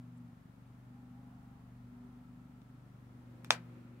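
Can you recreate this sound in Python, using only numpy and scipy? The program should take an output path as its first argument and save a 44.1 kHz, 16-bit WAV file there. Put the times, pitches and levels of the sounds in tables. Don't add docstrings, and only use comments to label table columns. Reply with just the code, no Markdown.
import sys
import numpy as np
from scipy import signal
from scipy.fft import rfft, irfft
from scipy.io import wavfile
from scipy.ndimage import uniform_filter1d

SR = 44100
rng = np.random.default_rng(int(sys.argv[2]) if len(sys.argv) > 2 else 0)


def waveform_to_disk(signal):
    frames = np.transpose(np.atleast_2d(signal))
    scaled = np.clip(frames, -1, 1) * 32767
    samples = np.round(scaled).astype(np.int16)
    wavfile.write(sys.argv[1], SR, samples)


N = 176400

# freq_hz, left_right_correlation
NOISE_CORRELATION = [(60, 1), (290, 0.73), (640, .45), (1400, 0), (15000, 0.064)]
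# freq_hz, relative_db
AIR_COLOUR = [(30, -12), (300, 2.5), (500, -2), (800, -0.5), (1200, -4), (1350, -1), (1480, -7),
              (1750, -7.5), (2500, -13.5), (5000, -22.5), (9000, -26), (15500, -27.5)]
# time_s, level_db
AIR_RIDE = [(0, -67.5), (.7, -67.5), (1.3, -67.5), (1.75, -67.5), (2.15, -67.5), (3.1, -67), (3.7, -65),
            (4, -68.5)]
# start_s, end_s, pitch_hz, gain_db
WHINE_PASSES = [(0.83, 1.69, 799, -75), (1.15, 1.8, 699, -78), (1.82, 2.24, 393.4, -75),
                (1.954, 2.946, 1330, -81)]
# freq_hz, relative_db
WHINE_COLOUR = [(450, -34), (690, -8), (810, 2.5), (1000, -5), (1400, -7.5), (2200, -37)]
# freq_hz, relative_db
HUM_COLOUR = [(120, -25), (200, -14.5), (290, 10), (385, 4.5), (440, -5.5), (530, 5), (700, -25.5),
              (1500, -61)]
# time_s, level_db
HUM_RIDE = [(0, -97), (2.5, -80.5), (3.0, -74), (3.35, -66), (3.75, -64), (4, -67.5)]
# time_s, pitch_hz
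HUM_PITCH = [(2.6, 297.6), (3.3, 326), (4, 362.6)]

# time_s, cycle_rate_hz
ENGINE_SPEED = [(0, 24.4), (.18, 24.25), (.42, 23.9), (.9, 24.55), (1.3, 24.85), (1.72, 24.22),
                (2.25, 24.62), (2.8, 24.58), (3.45, 24.12), (4, 24.15)]
# time_s, spread_turns
STROKE_SMEAR = [(0, 0.34), (.22, 1), (.33, 0.11), (.53, 0.18), (.72, 0.82), (4, 0.6)]
# time_s, level_db
SECOND_RIDE = [(0, -76), (1.0, -69.5), (2.0, -66.5), (3.2, -72.5), (4, -73.5)]
FIFTH_RIDE = [(0.04, -55), (0.25, -55), (0.34, -64.5), (0.61, -61.5), (0.69, -57), (1.38, -57.5),
              (1.41, -60), (1.87, -56), (1.97, -60.5), (3.5, -55.5), (3.52, -53.5), (3.96, -56.5)]
SEVENTH_RIDE = [(0.04, -59), (0.13, -58), (0.68, -68), (1.34, -64), (2.16, -67), (2.38, -60.5), (3.05, -78),
                (3.58, -55.5), (3.92, -72.5)]
TENTH_RIDE = [(0.0, -56.5), (0.23, -55), (0.49, -70.5), (0.87, -64.5), (0.93, -58), (1.28, -57),
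              (1.63, -66), (1.96, -54.5), (2.57, -58.5), (2.69, -70), (2.73, -58), (2.79, -72.5),
              (3.33, -58), (3.39, -66), (3.42, -58), (3.85, -58.5)]
# harmonic_number, level_db
WEAK_HARMONICS = [(3, -73), (4, -74), (6, -70), (8, -68.5), (9, -74.5), (11, -69.5), (12, -83)]
# freq_hz, relative_db
RUMBLE_COLOUR = [(22, -51), (45, -14), (75, -14.5), (115, 7), (180, 2), (255, 6.5), (310, -13), (450, -38)]

# freq_hz, relative_db
TICK_COLOUR = [(5000, -30), (7200, -2), (8500, 0), (9600, -4), (11000, -25)]
# freq_hz, relative_db
RUSTLE_COLOUR = [(600, -17), (1300, 9.5), (1700, 1.5), (2500, 5), (3200, -7.5), (4200, -9.5), (7000, -34.5)]

# freq_hz, relative_db, t60_s, pan_db
AVIARY_BANDS = [(250, -17.5, .15, 7.5), (428, 0, 0.11, 4), (590, 4, 0.16, 3.5), (880, 1.5, 0.13, -0.5),
                (1500, 1.5, 0.155, 4), (2420, 0, .145, 0.5), (3470, -5, 0.125, 3.5),
                (6000, -1.5, 0.084, 6.5), (9200, -10, 0.083, 14.5), (11600, -30.5, 0.13, 4.5),
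                (15000, -21.5, .1, 9)]
# pitch_hz, t60_s, gain_db
FRAME_RINGS = [(612, 0.19, -51.5), (887, 0.19, -47), (1000, 0.15, -39), (1305, 0.2, -44),
               (2400, .15, -41.5), (1558, .2, -47)]
# delay_s, gain_db, pan_db
PERCH_ECHOES = [(.0035, -21.5, 10.5), (.0046, -24.5, 0.5), (.0084, -21, -14.5), (0.017, -24, 5.5)]
# freq_hz, relative_db
SCRAPE_COLOUR = [(2000, -16.5), (6000, -3), (9000, -0.5), (12000, -8), (14800, -4), (16000, -12.5)]
# pitch_hz, width_hz, gain_db, pan_db
BILL_MODES = [(660, 280, 10.5, -7), (918, 280, 15, 2), (1310, 270, 15.5, -4.5), (1720, 420, 13, -1),
              (2500, 350, 14.5, 5), (3520, 500, 14, 6.5), (4470, 550, 6.5, 0), (5350, 750, 4.5, 12),
              (6240, 690, 4, 3.5), (8840, 860, -5.5, 13), (10790, 800, -14.5, -5)]
# freq_hz, delay_s
CLOSING_DELAY = [(1800, .0001), (2400, .0008), (6500, .0007), (8200, -.0001)]
# start_s, gain_db, scrape_db, pan_db, low_cut_hz, high_cut_hz
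BILL_HITS = [(2.617, -52.5, -88, 4, 890, 7000), (3.4461, -28, -54.5, 0, 1050, 2000),
             (3.506, 0.25, -41.5, 1.4, 420, 24000)]

TIME = np.arange(N) / SR


def undb(db):
    return 10 ** (np.asarray(db) / 20)


def pan(db):
    return undb(np.array([[db], [-db]]) / 2)


def curve(rows):
    return np.interp(TIME, *np.array(rows, float).T)


def over_hz(rows, hz, column=1):
    rows = np.array(rows, float)
    return np.interp(np.log(hz + 1), np.log(rows[:, 0]), rows[:, column])


def drift(rate_hz):
    hold = int(SR / rate_hz)
    steps = rng.standard_normal(N)[np.arange(N) // hold]
    smooth = uniform_filter1d(uniform_filter1d(steps, hold), hold)
    return (smooth - smooth.mean()) / smooth.std()


def swell(peak_s, width_s):
    return np.exp(-((TIME - peak_s) / width_s) ** 2 / 2)


def noise(colour):
    hz = np.fft.rfftfreq(N, 1 / SR)
    mid, side = rfft(rng.standard_normal((2, N)))
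    alike = np.clip(over_hz(NOISE_CORRELATION, hz), -1, 1)
    stereo = mid * np.sqrt(1 + alike) + side * np.sqrt(1 - alike) * np.array([[1], [-1]])
    coloured = irfft(stereo * undb(over_hz(colour, hz)), N)
    return coloured / coloured.std()


def wobbly_tone(hz, wobble=0.012, rough_db=2):
    level = np.sqrt(2) * undb(rough_db * drift(40))
    pitch_hz = hz * (1 + wobble * drift(35))
    return level * np.sin(2 * np.pi * np.cumsum(pitch_hz) / SR)


def outdoor_air():
    return noise(AIR_COLOUR) * undb(curve(AIR_RIDE) + 0.2 * drift(5.8)) * pan(1.2)


def whines(fade_s=0.12, trim_db=-1.5):
    breath = noise(WHINE_COLOUR)
    out = 0
    for start_s, end_s, pitch_hz, gain_db in WHINE_PASSES:
        fade = np.clip(np.minimum(TIME - start_s, end_s - TIME) / fade_s, 0, 1)
        out += (wobbly_tone(pitch_hz) + breath) * undb(gain_db + trim_db) * fade
    return out


def hum(tone_db=-6):
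    body = noise(HUM_COLOUR)
    tone = undb(tone_db) * wobbly_tone(curve(HUM_PITCH))
    return (body + tone) * undb(curve(HUM_RIDE))


def engine(first_stroke_s=0.003, flutter_db=0.57, waver_db=2.5, rumble_db=-64.5, puff_depth=0.17):
    turns = np.cumsum(curve(ENGINE_SPEED)) / SR - first_stroke_s * ENGINE_SPEED[0][1]
    smear = curve(STROKE_SMEAR)

    def harmonic(number, level_db):
        level = np.sqrt(2) * undb(level_db + flutter_db * drift(16))
        return level * np.cos(2 * np.pi * (number * turns + smear * (rng.random() - 0.5)))

    rides = (5, FIFTH_RIDE), (7, SEVENTH_RIDE), (10, TENTH_RIDE), (2, SECOND_RIDE)
    drone = sum(harmonic(number, curve(ride)) for number, ride in rides)
    filler = sum(harmonic(number, db + waver_db * drift(3)) for number, db in WEAK_HARMONICS)
    puffs = 1 + puff_depth * np.cos(2 * np.pi * turns)
    rumble = undb(rumble_db) * noise(RUMBLE_COLOUR) * puffs
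    return pan(1.2) * (drone + filler + rumble)


def high_tick(level_db=-78):
    return noise(TICK_COLOUR) * undb(level_db) * swell(peak_s=0.178, width_s=0.006)


def rustle(level_db=-73):
    return noise(RUSTLE_COLOUR) * undb(level_db + 1.5 * drift(25)) * swell(peak_s=3.82, width_s=0.3)


def aviary_tail(t, wash_db=-29, build_s=0.011, wide_above_hz=550, late_db=-18.5, late_stretch=1.7):
    def decay(t60_s):
        return np.exp(-np.log(1000) * t / t60_s)

    hz = np.fft.rfftfreq(len(t), 1 / SR)
    colour = undb(over_hz(AVIARY_BANDS, hz))
    balance = undb(np.array([[1], [-1]]) * over_hz(AVIARY_BANDS, hz, column=3) / 2)
    centre = rfft(rng.standard_normal(len(t)))
    wide = rfft(rng.standard_normal((2, len(t))))
    alike = 1 / (1 + (hz / wide_above_hz) ** 2)
    stereo = centre * np.sqrt(alike) + wide * np.sqrt(1 - alike)
    spectrum = stereo * balance * colour / np.sqrt(np.mean(colour ** 2))
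    bands_hz, _, t60s, _ = np.array(AVIARY_BANDS).T
    wash = 0
    for solo, t60_s in zip(np.eye(len(bands_hz)), t60s):
        band = np.interp(np.log(hz + 1), np.log(bands_hz), solo)
        far_surfaces = undb(late_db) * decay(t60_s * late_stretch)
        wash += irfft(spectrum * band, len(t)) * (decay(t60_s) + far_surfaces)
    rings = sum(undb(gain_db) * decay(t60_s) * np.sin(2 * np.pi * (pitch_hz * t + rng.random()))
                for pitch_hz, t60_s, gain_db in FRAME_RINGS)
    grain = undb(0.5 * drift(780)[:len(t)])
    return (undb(wash_db) * wash * grain + rings) * (1 - np.exp(-t / build_s))


def bill_clack(t, low_cut_hz, high_cut_hz, left_lag_s=0.00014):
    def delay(seconds):
        return np.exp(-2j * np.pi * hz * seconds)

    hz = np.fft.rfftfreq(len(t), 1 / SR)
    power = sum((pan(pan_db) * undb(gain_db) / (1 + 2 * ((hz - pitch_hz) / width_hz) ** 2)) ** 2
                for pitch_hz, width_hz, gain_db, pan_db in BILL_MODES)
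    low_cut = 1 / (1 + (low_cut_hz / (hz + 20)) ** 8)
    high_cut = 1 / (1 + (hz / high_cut_hz) ** 2)
    magnitude = np.sqrt(power * low_cut * high_cut)
    cepstrum = irfft(np.log(magnitude), len(t))
    strike = np.exp(rfft(cepstrum * (1 + np.sign(np.fft.fftfreq(len(t))))))
    stagger = np.exp(-2j * np.pi * np.cumsum(over_hz(CLOSING_DELAY, hz)) * hz[1])
    echoes = sum(pan(pan_db) * undb(db) * delay(delay_s) for delay_s, db, pan_db in PERCH_ECHOES)
    ears = np.array([delay(left_lag_s), delay(0)])
    return -irfft(strike * stagger * (1 + echoes) * ears, len(t))


def owl(drag_db=-17, drag_s=0.02, rough_db=4):
    t = np.arange(SR // 2) / SR
    tail = aviary_tail(t)
    scrape = noise(SCRAPE_COLOUR)
    scratch = undb(drag_db + rough_db * drift(400))
    out = np.zeros((2, N + len(t)))
    for start_s, gain_db, scrape_db, pan_db, low_cut_hz, high_cut_hz in BILL_HITS:
        start = int(start_s * SR)
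        clack = bill_clack(t, low_cut_hz, high_cut_hz)
        out[:, start:start + len(t)] += undb(gain_db) * pan(pan_db) * (clack + tail)
        graze = swell(peak_s=start_s - 0.0001, width_s=0.00095)
        drag = scratch * (TIME > start_s) * np.exp(-abs(TIME - start_s) / drag_s)
        out[:, :N] += undb(scrape_db) * scrape * (graze + drag)
    return out[:, :N]


def scene():
    return owl() + engine() + outdoor_air() + whines() + hum() + high_tick() + rustle()


def record(dry):
    return signal.sosfilt(signal.ellip(8, 0.2, 70, 15600, fs=SR, output="sos"), dry)


dry = scene()
out = record(dry)
waveform_to_disk(out)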